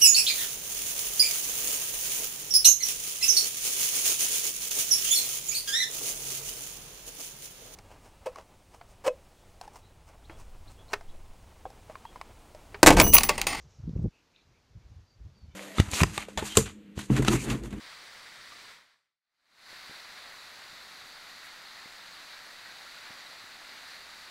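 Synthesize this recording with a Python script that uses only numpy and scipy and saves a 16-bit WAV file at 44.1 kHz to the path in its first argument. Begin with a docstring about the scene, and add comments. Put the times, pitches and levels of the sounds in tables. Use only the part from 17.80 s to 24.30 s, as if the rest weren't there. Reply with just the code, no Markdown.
"""Thin waterfall in a forest

A thin waterfall runs down a rock face into a forest pool, heard through one hand-held microphone.
Countless drops blend into a wash that carries splashes, ringing bubbles and gurgles, over a low rumble.
The water swells in gushes. It fades out behind the trees and fades in nearer the pool,
where the hand bumps the camera a few times and a faint hiss brushes past."""
import sys
import numpy as np
from scipy import signal
from scipy.fft import rfft, irfft
from scipy.io import wavfile
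from scipy.ndimage import uniform_filter1d

SR = 44100
rng = np.random.default_rng(int(sys.argv[2]) if len(sys.argv) > 2 else 0)


def wav_record(signal):
    """Record a signal, one row per channel, as 16-bit PCM in the file named by sys.argv[1]."""
    frames = np.transpose(np.atleast_2d(signal))
    bounded = np.clip(frames, -1, 1)
    # unit amplitude maps onto the largest positive 16-bit level
    quanta = np.round(bounded * 32767).astype(np.int16)
    wavfile.write(sys.argv[1], SR, quanta)


N = 286650
MOVE_S = 1.405  # when the listener's place switches from the trees to the pool


def waterfall(splash_db=-13, bubble_db=-18, gurgle_db=-21, rumble_db=-26, trees_db=-49.5, pool_db=-48.5):
    """The same water heard from two places in turn, with the rumble of the plunge under it."""
    # tone of the rush behind the trees: pitch_hz, relative_db
    behind_trees = [(59, -40), (100, -10.5), (326, -13), (519, -9.5), (589, -8), (654, -8.5), (808, -10.5),
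                    (977, -6), (2000, -1.5), (2750, -9), (4000, -5), (4660, -5), (6660, -16.5),
                    (8230, -16.5), (12300, -25.5), (15500, -27)]
    # tone of the rush in the open by the pool: pitch_hz, relative_db
    by_pool = [(59, -48), (100, -15.5), (243, -10.5), (440, -12.5), (600, -7.5), (900, -6), (1550, -2.25),
               (1920, -1), (2270, -4.5), (3180, -8.5), (4190, -1.6), (4660, -3.5), (5400, -11), (8580, -19),
               (11500, -20.5), (15500, -26.5)]
    # tone of the water plunging into the pool: pitch_hz, relative_db
    plunge = [(15, 1), (30, -0.5), (45, -0.5), (70, -2.5), (110, -5), (200, -33), (400, -44)]
    water = wash() + gain_of(splash_db) * splashes()
    water += gain_of(bubble_db) * bubbles() + gain_of(gurgle_db) * gurgles()
    rumble = gain_of(rumble_db) * with_tone(rng.standard_normal(N), plunge)
    trees = gain_of(trees_db) * (with_tone(water, behind_trees) + rumble)
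    pool = gain_of(pool_db) * (with_tone(water, by_pool) + rumble)
    return gushes(np.where(np.arange(N) / SR < MOVE_S, trees, pool))


def wash(patchy_db=1.04, flicker_db=0.34):
    """Countless far drops blend into noise, with patches that swell as clumps of water land."""
    size, hop = 256, 64  # samples in a slice of sound, and between slices
    # three random grids: a row for each moment, a column for each pitch
    real, imag, patches = rng.standard_normal((3, N // hop + 5, size // 2 + 1))
    patches = uniform_filter1d(patches, size=36, axis=0)  # smooth over time
    patches = unit_level(uniform_filter1d(patches, size=5, axis=1))  # and over pitch
    flicker = unit_level(uniform_filter1d(rng.standard_normal(len(real)), size=30))[:, None]
    # the finest spray is steadier than the heavy water
    unrest = value_at([(500, 0.58), (2000, 0.51), (12000, 0.52)], np.fft.rfftfreq(size, 1 / SR))
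    slices = (real + 1j * imag) * gain_of(unrest * (patchy_db * patches + flicker_db * flicker))
    return unit_level(signal.istft(slices.T, nperseg=size, noverlap=size - hop)[1][:N])


def splashes(per_s=420, spread_db=1.0, decay_s=0.0016, bands=16):
    """Lumps of water slap the rock: short bursts of noise, each in its own range of pitch."""
    t, out = np.arange(SR // 20) / SR, np.zeros(N)
    for hz in np.geomspace(900, 7000, bands):
        slaps = signal.oaconvolve(impacts(per_s / bands, spread_db), np.exp(-t / decay_s))[:N]
        bursts = slaps * rng.standard_normal(N)
        band = signal.butter(1, [hz / 2.1, hz * 1.77], "band", fs=SR, output="sos")
        out += signal.sosfilt(band, bursts) / hz ** 0.26
    return unit_level(out)


def bubble_ring(t, hz, cycles, rise):
    """One bubble rings and rises a little in pitch, dying to about a third after `cycles` vibrations."""
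    age = hz * t / cycles
    return np.sin(2 * np.pi * hz * t * (1 + rise * np.minimum(age, 2))) * np.exp(-age)


def bubbles(per_s=500, spread_db=2.0, pitches=40):
    """Air driven into the pool makes many small bubbles that each ring briefly."""
    t, out = np.arange(SR // 10) / SR, np.zeros(N)
    for hz in np.geomspace(700, 5000, pitches) * rng.uniform(0.99, 1.03, pitches):
        births = impacts(per_s / pitches, spread_db)
        ring = bubble_ring(t, hz, cycles=8, rise=0.03)
        out += signal.oaconvolve(births, ring)[:N] * np.sqrt(hz)  # equal energy at every pitch
    return unit_level(out)


def gurgles(per_s=30, length_s=0.035, bubbles_per_s=90, pitches=18):
    """Pockets of air break up in the pool: little runs of bubbles of nearly one pitch."""
    t, out = np.arange(SR // 4) / SR, np.zeros(N)
    breakup = t / length_s * np.exp(-2 * t / length_s)
    for hz in np.geomspace(1200, 2400, pitches) * rng.uniform(0.96, 1.02, pitches):
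        pockets = signal.oaconvolve(impacts(per_s / pitches, spread_db=0.5), breakup)[:N]
        births = pockets * (rng.random(N) < bubbles_per_s / SR)
        ring = bubble_ring(t, hz, cycles=14, rise=0.022)
        out += signal.oaconvolve(births, ring)[:N] * np.sqrt(hz)
    return unit_level(out)


def gushes(water, reach_octaves=2.15, wander_db=0.08):
    """The water comes down in gushes, each swelling a broad range of pitch around its own centre."""
    # swells of the water: middle_s, length_s, swell_db, centre_hz
    # the negative row keeps the treble softer while the sound fades back in
    swells = [(0.116, 0.12, 2, 1900), (1.122, 0.085, 6, 1600), (1.62, 0.22, -2, 5500),
              (2.158, 0.2, 1.4, 3500), (2.38, 0.036, 3, 1900), (2.483, 0.044, 2.5, 750),
              (3.67, 0.12, 1.2, 650), (4.4, 0.11, 1.3, 1400), (4.53, 0.089, 2.2, 2100),
              (5.108, 0.23, 1.1, 5200), (5.277, 0.17, 2, 1600), (5.47, 0.2, 0.5, 4000), (5.98, 0.3, 1, 900),
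              (6.08, 0.27, 1.3, 4500)]
    hz, t, slices = signal.stft(water, SR, nperseg=512)
    for middle_s, length_s, swell_db, centre_hz in swells:
        band = np.exp(-(np.log2((hz + 1) / centre_hz) / reach_octaves) ** 2)
        slices *= gain_of(swell_db * np.outer(band, hump(t, middle_s, length_s)))
    return signal.istft(slices, SR, nperseg=512)[1][:N] * gain_of(wander_db * wander())


def wander(slowest_hz=2.006, fastest_hz=8, count=24):
    """The flow drifts at random: a sum of slow waves, the faster ones weaker."""
    t = np.arange(N) / SR
    rates = np.geomspace(slowest_hz, fastest_hz, count)
    return unit_level(sum(np.sin(2 * np.pi * (hz * t + rng.random())) / np.sqrt(hz) for hz in rates))


def hand_bumps(case_hz=550, case_decay_s=0.0028):
    """Each bump of the hand pushes the camera body once and makes its plastic case ring dully."""
    # bumps on the camera: time_s, push_db, push_pitch_hz, knock_db
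    bumps = [(1.929, -60, 330, -48), (2.097, -47.5, 185, -48), (2.111, -51.5, 300, -49),
             (2.932, -55, 150, -58), (4.0594, -49, 193, -49), (5.307, -47.5, 191, -53),
             (5.642, -53, 200, -64)]
    out = np.zeros(N)
    for time_s, push_db, push_hz, knock_db in bumps:
        t = np.arange(N) / SR - time_s
        away, after = (np.pi * push_hz * t) ** 2, np.maximum(t, 0)
        push = (1 - 2 * away) * np.exp(-away)  # one pulse, with a shallow recoil on either side
        knock = np.sin(2 * np.pi * case_hz * after) * np.exp(-after / case_decay_s)
        out += gain_of(push_db) * push + gain_of(knock_db) * knock
    return out


def brief_hiss(middle_s=3.657, length_s=0.044, level_db=-60):
    """A faint, short swell of high hiss."""
    hiss = with_tone(rng.standard_normal(N), [(3000, -25), (6000, 3), (11000, -1), (15500, -8)])
    return gain_of(level_db) * hiss * hump(np.arange(N) / SR, middle_s, length_s)


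def impacts(per_s, spread_db):
    """Clicks at random moments: mostly small, a few larger."""
    strength = gain_of(spread_db * np.minimum(rng.exponential(1, N), 4))
    return strength * (rng.random(N) < per_s / SR)


def hump(x, centre, width):
    """A smooth bell shape that reaches 1 at its centre."""
    return np.exp(-(2 * (x - centre) / width) ** 2)


def gain_of(db):
    """Turns decibels into a number to multiply a sound by."""
    return 10 ** (np.asarray(db) / 20)


def unit_level(x):
    """Scales x to an average (rms) level of 1."""
    return x / np.sqrt(np.mean(x ** 2) + 1e-20)


def value_at(points, hz):
    """Joins (pitch_hz, value) points with lines on a scale of octaves and reads them at hz."""
    pitches, values = np.transpose(points)
    return np.interp(np.log(hz + 1), np.log(pitches + 1), values)


def with_tone(x, tone):
    """Shapes x with (pitch_hz, relative_db) points, then sets its level to 1."""
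    tone_db = value_at(tone, np.fft.rfftfreq(N, 1 / SR))
    return unit_level(irfft(rfft(x) * gain_of(tone_db), N))


def scene():
    """Water, bumps and hiss reach one microphone, which feeds both channels."""
    return np.tile(waterfall() + hand_bumps() + brief_hiss(), (2, 1))


def record(dry, fade_s=0.5, fade_db=-48, top_hz=15800):
    """The microphone colours the sound, it fades out and in at the move, and the top treble is cut."""
    # small peaks and dips in tone from the microphone's opening: centre_hz, width_hz, change_db
    ripples = [(710, 110, 1), (1780, 170, -0.6), (2014, 190, 1), (3800, 580, 1.4), (5250, 450, -1.5),
               (5870, 150, 2.4), (7460, 1100, 1.4), (11500, 700, 0.5), (12600, 980, -1.5)]
    hz = np.fft.rfftfreq(N, 1 / SR)
    ripple_db = sum(db * hump(hz, centre, width) for centre, width, db in ripples)
    coloured = irfft(rfft(dry) * gain_of(ripple_db), N)
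    dip_db = np.interp(np.arange(N) / SR, [MOVE_S - fade_s, MOVE_S, MOVE_S + fade_s], [0, fade_db, 0])
    low_pass = signal.firwin(1023, top_hz, window=("kaiser", 9), fs=SR)
    return signal.oaconvolve(coloured * gain_of(dip_db), low_pass[None], "same", axes=1)


dry = scene()
out = record(dry)
wav_record(out)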